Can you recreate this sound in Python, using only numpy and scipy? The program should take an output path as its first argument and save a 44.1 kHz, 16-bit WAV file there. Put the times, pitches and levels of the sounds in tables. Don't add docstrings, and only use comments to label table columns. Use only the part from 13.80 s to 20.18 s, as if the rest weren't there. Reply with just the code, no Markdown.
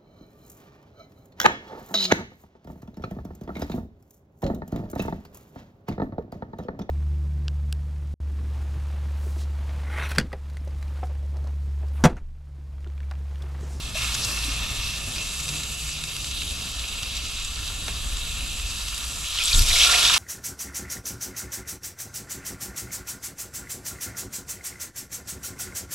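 import sys
import numpy as np
from scipy import signal
from scipy.fft import rfft, irfft
from scipy.io import wavfile
from scipy.ndimage import uniform_filter1d

SR = 44100
rng = np.random.default_rng(int(sys.argv[2]) if len(sys.argv) > 2 else 0)


def to_wav(sig):
    pcm = np.clip(np.atleast_2d(sig), -1, 1) * 32767
    pcm = np.round(pcm).astype(np.int16)
    wavfile.write(sys.argv[1], SR, pcm.T)


N = 281358

# time in seconds, deep level in dB, upper level in dB.
RUMBLE_LEVELS = [(0.0, -35, -44.5), (0.43, -42, -43), (1.01, -35.5, -43), (1.15, -41, -42.5),
                 (1.54, -39.5, -43.5), (2.02, -41.5, -44.5), (2.42, -38, -45.5), (3.16, -38.5, -45),
                 (3.61, -37.5, -44.5), (4.01, -34.5, -45), (4.12, -32, -43), (4.69, -33.5, -44.5),
                 (5.47, -38.5, -48.5), (5.93, -32.5, -47), (6.18, -40.5, -49.5), (6.38, -48, -45)]
# frequency in Hz, relative gain in dB.
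DEEP_COLOUR = [(8.8, -18), (15, 1.5), (59, 6), (73, 0), (87, -9), (130, -18.5), (170, -71), (290, -120)]
UPPER_COLOUR = [(41, -22.5), (70, -12), (87, -6.5), (137, -11.5), (284, -19), (312, -21), (340, -24.5),
                (900, -28.5), (1170, -51), (1980, -120)]
# time in seconds, low hum in Hz, its level in dB, high hum in Hz, its level in dB.
HUMS = [(0, 58, -33.5, 114, -42.5), (1.3, 52, -40, 113.9, -47), (1.45, 57.04, -42.5, 130.3, -65),
        (1.62, 62, -45, 147, -45), (2.3, 60, -43, 149, -48.5), (3, 62, -42.5, 123.7, -56),
        (4.2, 64, -49, 112, -92), (5.2, 55, -44.5, 109.7, -58.5), (6.38, 55, -42, 112, -78)]

# start in seconds, sway level in dB, sway frequency in Hz, flutter level in dB.
GUSTS = [(5.737, -15.5, 27.4, -23), (5.875, -27, 17.6, -38)]
# frequency in Hz, relative gain in dB.
FLUTTER_COLOUR = [(30, -32), (60, 16.5), (110, 8.0), (150, -4), (250, -10), (500, -24.0), (2000, -56)]
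GUST_RISE_S, GUST_HOLD_S, GUST_FALL_DB_PER_S = 0.0153, 0.057, 280

# start in seconds, level in dB, pitch in Hz, time in seconds to fade by 60 dB.
KNOCKS = [(0.152, -26, 636, 0.064), (0.649, -30, 290, 0.053), (0.680, -27, 272, 0.07)]
KNOCK_RISE_S = 0.0044
TICK_S, TICK_DB, TICK_LENGTH_S = 4.08, -29, 0.025

# start in seconds, length in seconds, start pitch in Hz, end pitch in Hz, level in dB.
SQUEAKS = [(0.636, 0.016, 3950, 4020, -34), (5.585, .01, 2800, 3500, -24), (5.59, 0.039, 2480, 2500, -32),
           (5.734, 0.023, 4000, 3480, -25), (5.922, .016, 3800, 3950, -26), (6.008, 0.027, 3000, 3750, -23),
           (6.03, 0.017, 3950, 4100, -22), (6.138, 0.028, 690, 760, -39), (6.135, 0.012, 1740, 1860, -27),
           (6.084, 0.018, 1370, 1400, -30)]
SQUEAK_ROUGHNESS = 0.64

# start in seconds, nominal length in seconds (stretched below),
# centre in Hz, width in Hz, level in dB before the pan colours it.
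JETS = [(0.339, 0.014, 6200, 3000, -26.5), (0.41, 0.038, 4930, 2000, -30), (0.442, .011, 5540, 4000, -26),
        (5.416, 0.11, 3060, 1210, -38.5), (5.568, 0.023, 3420, 1200, -27), (5.638, 0.032, 7400, 1500, -31),
        (5.693, 0.032, 2410, 300, -30.5), (5.727, 0.0079, 4020, 1000, -19), (5.752, 0.03, 7350, 2000, -26),
        (5.79, 0.0063, 11000, 5000, -27), (5.955, 0.011, 2300, 400, -23.5), (5.96, 0.0092, 4840, 1200, -22),
        (5.995, 0.012, 3500, 900, -19.5), (6.005, 0.012, 2520, 500, -20.5), (6.045, 0.0073, 2530, 500, -19),
        (6.082, 0.093, 709, 60, -39.5), (6.355, .016, 1240, 700, -29.5), (5.55, 0.0055, 1500, 1800, -36),
        (3.639, 0.016, 7650, 1800, -34.5), (5.976, 0.0048, 3600, 1500, -27),
        (5.621, 0.0049, 3300, 400, -25), (5.899, 0.019, 2260, 400, -26.5), (3.899, 0.005, 900, 1200, -40),
        (6.27, .02, 3640, 300, -25), (5.65, .014, 7900, 1400, -26), (6.138, 0.01, 2300, 400, -22),
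        (6.246, .0084, 3130, 500, -19), (6.297, 0.0086, 1320, 900, -25), (6.314, 0.0065, 3140, 700, -28)]
JET_CRACKLE = 1.4
JET_SKEW = 0.84
JET_PAN_SHARE = 0.57

# start in seconds, level in dB before the pan colours the spray, pitch in Hz,
# time in seconds for the spray to fade by 60 dB.
SPITS = [(0.226, -19, 2680, .04), (0.293, -25, 2690, .04), (0.349, -18, 2730, .04),
         (0.4461, -22, 5640, .04), (0.6402, -17, 4000, .03), (1.36, -17, 2590, 0.03),
         (1.3805, -16.5, 2610, 0.042), (1.6792, -19, 3750, .05), (1.689, -15, 3700, 0.034),
         (1.738, -21, 2700, 0.036), (1.834, -18.5, 3890, 0.045), (2.0905, -18, 2640, 0.025),
         (2.238, -15, 3740, 0.027), (2.365, -15, 3770, .02), (2.444, -15.5, 3700, 0.022),
         (2.5105, -21, 3770, 0.049), (2.618, -18.5, 2730, .04), (3.2255, -16, 6000, 0.012),
         (3.231, -10, 3300, 0.013), (3.2962, -27, 2900, 0.017), (3.367, -19, 4020, 0.033),
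         (3.647, -19, 3660, 0.046), (4.08, -16, 3670, 0.026), (4.37, -19, 3580, .02),
         (4.663, -17.5, 2800, 0.017), (4.797, -18, 2720, 0.027), (5.082, -16.5, 3340, 0.03),
         (5.145, -20.5, 7500, .03), (5.1785, -12, 4800, .015), (5.2407, -18.5, 4040, 0.025),
         (5.485, -19, 7500, 0.018), (5.573, -23, 3320, 0.045), (5.586, -14, 3200, 0.016),
         (5.637, -8, 7400, 0.026), (5.682, -10, 4020, 0.016), (5.792, -7, 4500, .012),
         (5.8204, -10, 5750, .04), (5.871, -17, 3560, .03), (5.887, -7, 4300, 0.013),
         (5.9655, -10, 4650, 0.01), (6.039, -4, 3300, .015), (6.049, -7, 2600, .018),
         (6.116, -10, 3600, 0.016), (6.274, -5, 4500, .012), (6.297, -4, 2800, .014),
         (6.339, -3.5, 3200, .02)]
SPIT_RISE_S, SPIT_CRACK = 0.00056, 2.2
SPIT_GRAIN_DB = 15.4
SPIT_RING_SHARE = 0.42
SPRAY_SPAN = 2.3

# frequency in Hz, gain in dB.
FAT_COLOUR = [(180, -26), (300, -22.5), (769, -15.5), (1200, -11), (1940, -12.5), (2600, -4), (3200, -2.5),
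              (3810, -3.5), (5480, -6), (7620, -8.5), (9500, -13.5), (10600, -13), (13500, -21.5),
              (15500, -52)]
# frequency in Hz, width in Hz,
# then the gain in dB with fresh meat, with settled meat and with both pieces.
PAN_RESONANCES = [(705, 50, 3, 3, 7), (850, 70, -4, -7, -9), (950, 40, 4, 3, 5), (1210, 250, 4, 3, 2),
                  (1390, 80, 2, 4, 8), (1530, 70, -6, -6, -7), (1790, 80, 6, 4, 5), (1980, 90, -6, -6, -5),
                  (2200, 50, 5, 5, 3), (2320, 80, -9, -7, 0), (2450, 50, 2, 3, 2), (2670, 130, 7, 7, 1),
                  (2900, 150, -2, 3, 1), (3100, 90, -4, -4, -5), (3250, 60, 0, 3, 1), (3450, 70, 2, -1, 3),
                  (3720, 100, 4, 6, 4), (3930, 120, 1, 4, 0), (4250, 150, 2, 0, 0), (4400, 90, -2, -3, -4),
                  (4600, 50, 2, 4, 3), (4760, 50, 1, 4, -2), (5150, 100, 2, 1, 0), (5400, 180, -1, -4, 1),
                  (5600, 80, 0, -4, 0), (5720, 70, 4, 1, 3), (5980, 100, 5, 2, 4), (6110, 50, -4, -4, -5),
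                  (6230, 65, 3, 4, 0), (6760, 120, -4, 2, 0), (6950, 150, -1, -1, 2), (7150, 100, 0, 3, 2),
                  (7360, 120, 4, 4, 2), (7670, 70, 5, 1, 1), (7850, 110, 2, 7, 6), (8420, 90, 4, 4, 2),
                  (10400, 200, 4, 3, 4), (11500, 80, 4, 4, 4)]
SETTLES_S, LOADED_S = (1, 2.05), (5.15, 5.63)

BARE_FAT_DB, SEAR_DB, SETTLED_DB = -34, -26, -36
LAID_S, CATCH_S, COOLING_S = 0.14, 0.02, 0.89
FIRST_LARGE_DB, FIRST_FINE_DB = -11.5, -5
FRESH_FINE_DB, FRESH_S = 1, 0.51
HOT_LEAN_DB = -2
# time in seconds, then changes in dB to the level, the large bubbles,
# the middle bubbles' lean to the higher range, the small bubbles and the fine spray.
SIMMER = [(0.15, -3, 0, 1, -1, -1.5), (0.3, -0.5, -2, .5, -2.5, -1.5), (0.5, -2, 1, .5, 1, 0.5),
          (0.8, 1, 0.5, 0, -4.5, -2.5), (1.15, 0.6, -0.7, -0.5, -1, -1.5), (1.6, 1, -0.5, -0.5, -0.8, 1.5),
          (1.95, -0.4, -0.9, 0, 0, 1.1), (2.6, .5, -1, 1, 0, 1.5), (2.95, 1, 1.5, 1, -1, -0.5),
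          (3.35, 1.5, -2, -0.5, -0.5, -1.5), (3.7, -0.4, 1, 0.5, 0.5, 0.2), (4.2, 0, 2.5, 2, -1.5, 1.1),
          (4.7, 2.2, -1.5, -0.4, -3, 0), (5.1, -1.5, 2, 2.5, 4.5, 2.5)]
# time in seconds, sizzle level in dB,
# large bubbles and fine spray in dB over the sizzle, the middle bubbles' lean to the higher range in dB.
SECOND_PIECE = [(5.0, -37, -6.5, -0.5, 1), (5.42, -37.5, -8, 0, -0.5), (5.5, -32, -14, -5.5, -0.5),
                (5.59, -30.5, -12, -6.5, 2), (5.66, -25.5, -15.5, -7.5, 3.5), (5.71, -27.5, -13.5, -3, 3.5),
                (5.78, -28.5, -9, 2, 4), (5.85, -26.5, -13, -3, -1.5), (5.91, -24.5, -11, -3.5, 3.5),
                (6.0, -17.5, -16.5, -9, -1), (6.1, -17.5, -12.5, -9, 0.5), (6.3, -18, -11.5, -9, -0.5),
                (6.38, -20.5, -12, -8, -1)]
WET_SHARE, SPUTTER_DB, POP_SHARE = 0.24, 0.39, 0.7

# frequency in Hz, gain of the side signal in dB.
SIDE_COLOUR = [(25, -10), (80, -23), (250, -10.5), (600, -6.5), (1300, -9.5), (2500, -10), (4500, -9),
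               (8000, -7.5), (12000, -4), (15000, 3.5)]
# frequency in Hz, left phase lead in radians, left over right in dB.
PORTS = [(100, 0, .3), (600, -.1, -.8), (1500, -.5, -1), (2800, -.65, -1.5), (5000, -.4, -.2),
         (10000, -.35, 0), (14000, 0, 1)]
CUTOFF_HZ = 15650


def amp(db):
    return 10 ** (np.asarray(db) / 20)


def rms_one(x):
    return x / np.sqrt(np.mean(x ** 2) + 1e-20)


def in_time(rows):
    s, *columns = np.transpose(rows)
    return [np.interp(np.arange(N) / SR, s, column) for column in columns]


def at_hz(points, hz):
    p = np.array(points, float)
    return np.interp(np.log(hz + 1), np.log(p[:, 0] + 1), p[:, 1])


def drift(rate_hz):
    r = np.exp(-40 * np.pi * rate_hz / SR)
    noise = rng.standard_normal(N // 20 + 4002)
    slow = signal.lfilter([1], [1, -2 * r, r * r], noise)[4000:]
    return np.interp(np.arange(N) / 20, np.arange(len(slow)), rms_one(slow - slow.mean()))


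def colour(x, db_at, size=16384):
    cepstrum = irfft(np.log(amp(db_at(np.fft.rfftfreq(size, 1 / SR)))), size)
    cepstrum[1:size // 2] *= 2
    cepstrum[size // 2 + 1:] = 0
    response = irfft(np.exp(rfft(cepstrum)), size)[:size // 2]
    return signal.fftconvolve(x, response[None], axes=1)[:, :N]


def band(x, low_hz, high_hz):
    return signal.sosfilt(signal.butter(2, [low_hz, high_hz], "band", fs=SR, output="sos"), x)


def ring(at_s, hz, t60, rise_s):
    out, t = np.zeros(N), np.arange(int(t60 * SR)) / SR
    start = round(at_s * SR)
    shape = np.minimum(t / rise_s, 1) * amp(-60 * t / t60)
    out[start:start + len(t)] = (np.sin(2 * np.pi * hz * t) * shape)[:N - start]
    return out


def stereo(mid_side):
    mid, side = mid_side[0], colour(mid_side[1:], lambda hz: at_hz(SIDE_COLOUR, hz))[0]
    return np.array([mid + side, mid - side])


def wavering(hz, width_hz):
    phase = 2 * np.pi * np.cumsum(hz * np.ones(N)) / SR
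    return rms_one((0.5 + drift(width_hz)) * np.cos(phase) + drift(width_hz) * np.sin(phase))


def rumble():
    deep_db, upper_db = in_time(RUMBLE_LEVELS)
    deep = colour(rng.standard_normal((2, N)), lambda hz: at_hz(DEEP_COLOUR, hz))
    upper = colour(rng.standard_normal((2, N)), lambda hz: at_hz(UPPER_COLOUR, hz))
    noise = amp(deep_db + 0.3 * drift(5.4)) * deep / deep.std()
    noise = noise + amp(upper_db + 2.3 * drift(2.35)) * upper / upper.std()
    low_hz, low_db, high_hz, high_db = in_time(HUMS)
    hums = amp(low_db) * wavering(low_hz, 3.7) + amp(high_db) * wavering(high_hz, 9.6)
    return stereo(noise) + hums


def puff():
    flutter = colour(rng.standard_normal((2, N)), lambda hz: at_hz(FLUTTER_COLOUR, hz))
    flutter, uneven, out = flutter / flutter.std(), drift(25), 0
    for s, sway_db, sway_hz, flutter_db in GUSTS:
        t = np.arange(N) / SR - s
        fall_s = np.maximum(t - GUST_RISE_S - GUST_HOLD_S, 0)
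        shape = np.clip(t / GUST_RISE_S, 0, 1) * amp(-GUST_FALL_DB_PER_S * fall_s)
        sway = np.sqrt(2) * np.sin(2 * np.pi * sway_hz * t)
        across = 0.067 * (amp(flutter_db) * flutter[1] + amp(sway_db - 25) * uneven) * [[1], [-1]]
        out = out + shape * (amp(sway_db) * sway + amp(flutter_db) * flutter[0] + across)
    return out


def knocks():
    return sum(amp(db) * ring(s, hz, t60, KNOCK_RISE_S) for s, db, hz, t60 in KNOCKS)


def tick():
    out, t = np.zeros((2, N)), np.linspace(0, 1, int(TICK_LENGTH_S * SR))
    start, noise = round(TICK_S * SR), rng.standard_normal((2, 4000))
    noise = 0.5 * band(noise, 1200, 1500) + band(noise, 500, 2500)
    shape = np.minimum(8 * t, 1) * (1 - t) ** 2
    out[:, start:start + len(t)] = amp(TICK_DB) * shape * rms_one(noise[:, -len(t):])
    return stereo(out)


def squeaks():
    out = np.zeros(N)
    noises = rng.standard_normal((len(SQUEAKS), 4000))
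    for (s, length, start_hz, end_hz, db), noise in zip(SQUEAKS, noises):
        hz = np.linspace(start_hz, end_hz, int(length * SR))
        flutter = 1 + SQUEAK_ROUGHNESS * rms_one(uniform_filter1d(noise, size=60))[:len(hz)]
        swell = 2 * np.sqrt(np.hanning(len(hz)))
        tone = np.sin(2 * np.pi * np.cumsum(hz) / SR)
        start = round(s * SR)
        out[start:start + len(hz)] += amp(db) * swell * flutter * tone
    return out


def pan_db(hz, state=1):
    resonances = sum(db[state] / (1 + (2 * (hz - f) / width) ** 2) for f, width, *db in PAN_RESONANCES)
    return at_hz(FAT_COLOUR, hz) + resonances


def jets():
    out = np.zeros((2, N))
    for (s, length, hz, width_hz, db), noise in zip(JETS, rng.standard_normal((len(JETS), 2, 20000))):
        crackling = noise * np.abs(noise[0]) ** JET_CRACKLE
        hiss = band(crackling, hz - width_hz / 2, hz + width_hz / 2)[:, 2000:]
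        progress = np.linspace(0, 1, int(1.43 * length * SR))
        swell = np.sin(np.pi * progress ** JET_SKEW) ** 1.16
        start = round(s * SR)
        out[:, start:start + len(swell)] += amp(db) * swell * rms_one(hiss[:, :len(swell)])
    return stereo(colour(out, lambda hz: JET_PAN_SHARE * (pan_db(hz, state=2) - at_hz(FAT_COLOUR, hz)) - 1.5))


def spits():
    spray, tone = np.zeros((2, N)), np.zeros(N)
    t = np.arange(1300) / SR
    noise = rng.standard_normal((len(SPITS), 3, len(t)))
    for (s, db, hz, t60), (mid, side, grain) in zip(SPITS, noise):
        grain_db = SPIT_GRAIN_DB * uniform_filter1d(grain, size=36)
        shape = np.minimum(t / SPIT_RISE_S, 1) * amp(-60 * t / t60 + grain_db)
        mid[0] += SPIT_CRACK / shape[1]
        shape[0] = shape[1]
        start = round(s * SR)
        burst = band(shape * [mid, side], hz / SPRAY_SPAN, hz * SPRAY_SPAN)
        spray[:, start:start + len(t)] += amp(db) * burst[:, :N - start]
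        tone += amp(db - 7.0) * ring(s, hz, SPIT_RING_SHARE * t60, SPIT_RISE_S)
    top_db = np.max(pan_db(np.linspace(300, 15000, 300)))
    return stereo(colour(spray, lambda hz: 0.59 * (pan_db(hz) - top_db))) + tone


def vigour():
    t = np.arange(N) / SR
    frying_s, laid = np.maximum(t - LAID_S, 0), np.clip((t - LAID_S) / CATCH_S, 0, 1)
    heat = laid * np.exp(-frying_s / COOLING_S)
    first_db = BARE_FAT_DB + (SETTLED_DB - BARE_FAT_DB) * laid + (SEAR_DB - SETTLED_DB) * heat
    second_db, large_db, fine_db, lean_db = in_time(SECOND_PIECE)
    both = np.clip((t - SECOND_PIECE[0][0]) / 0.19, 0, 1)
    large_db = both * (large_db - FIRST_LARGE_DB)
    fresh_db = FRESH_FINE_DB * laid * np.exp(-frying_s / FRESH_S)
    fine_db = both * (fine_db - FIRST_FINE_DB) + fresh_db
    level_db = first_db + both * (second_db - first_db)
    small_db = 0.7 * fine_db + 0.1 * (level_db - np.median(level_db))
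    shares_db = (level_db, large_db, both * lean_db + HOT_LEAN_DB * heat, small_db, fine_db)
    return [db + uneven_db * (1 - both) for db, uneven_db in zip(shares_db, in_time(SIMMER))]


def bursts(per_s, spread_db, hiss):
    sizes = amp(spread_db * np.minimum(rng.exponential(1, N), 5)) * rng.choice([-1, 1], N)
    clicks = rms_one(sizes * (rng.random(N) < per_s / SR))
    direction = rng.standard_normal(N)
    return np.array([clicks, clicks * direction]) + hiss * rng.standard_normal((2, N))


def pitched_bubbles(per_s, cycles, spread_db=2.2, count=15):
    sizes = amp(spread_db * np.minimum(rng.exponential(1, N), 4)) * (rng.random(N) < per_s / SR)
    sizes = sizes * np.array([np.ones(N), rng.standard_normal(N)])
    dealt, out = rng.integers(0, count, N), np.zeros((2, N))
    for k, hz in enumerate(np.geomspace(600, 11000, count)):
        r, w = amp(-60 * hz / (cycles * SR)), 2 * np.pi * hz / SR
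        resonator = [0, np.sin(w)], [1, -2 * r * np.cos(w), r * r]
        out += signal.lfilter(*resonator, sizes * (dealt == k) + 1e-18) * hz
    return rms_one(out)


def sizzle():
    level_db, large_db, middle_db, small_db, fine_db = vigour()
    t = np.arange(N) / SR
    settled, loaded = np.interp(t, SETTLES_S, [0, 1]), np.interp(t, LOADED_S, [0, 1])
    surge_db = (0.5 + SPUTTER_DB * loaded) * drift(40) + 0.35 * drift(13)
    ranges = [(300, 900, large_db), (900, 2050, large_db), (2050, 2950, -middle_db), (2950, 4300, middle_db),
              (4300, 6300, small_db), (6300, 8800, fine_db), (8800, 12000, fine_db), (12000, 17000, fine_db)]
    sharp = bursts(per_s=1600, spread_db=-1.0, hiss=0)
    wet = pitched_bubbles(per_s=440, cycles=23)
    pops = pitched_bubbles(per_s=130, cycles=5, spread_db=3.5)
    common = 0.47 * sharp + (0.6 + WET_SHARE * loaded) * wet + POP_SHARE * (0.16 + loaded) * pops
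    out = 0
    for low_hz, high_hz, share_db in ranges:
        own = bursts(per_s=3000, spread_db=5.5, hiss=1.8)
        flicker_db = (1 - loaded / 2) * drift(13.0) + SPUTTER_DB * loaded * drift(45.0) + 0.77 * drift(2.6)
        out = out + amp(share_db + surge_db + flicker_db) * band(common + own, low_hz, high_hz)
    shares = (1 - settled, settled * (1 - loaded), loaded)
    out = sum(share * colour(out, lambda hz: pan_db(hz, state)) for state, share in enumerate(shares))
    return amp(level_db) * stereo(out / np.std(band(out[0], 2000, 5500)))


def scene():
    return rumble() + puff() + knocks() + tick() + squeaks() + jets() + spits() + sizzle()


def record(dry):
    hz, rows = np.fft.rfftfreq(N, 1 / SR), np.array(PORTS)
    lead, level_db = at_hz(rows[:, :2], hz), at_hz(rows[:, ::2], hz)
    half = np.exp(0.5j * lead) * amp(level_db / 2)
    ports = irfft(rfft(dry) * [half, 1 / half], N)
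    return signal.sosfilt(signal.cheby2(20, 60, CUTOFF_HZ, fs=SR, output="sos"), ports)


dry = scene()
out = record(dry)
to_wav(out)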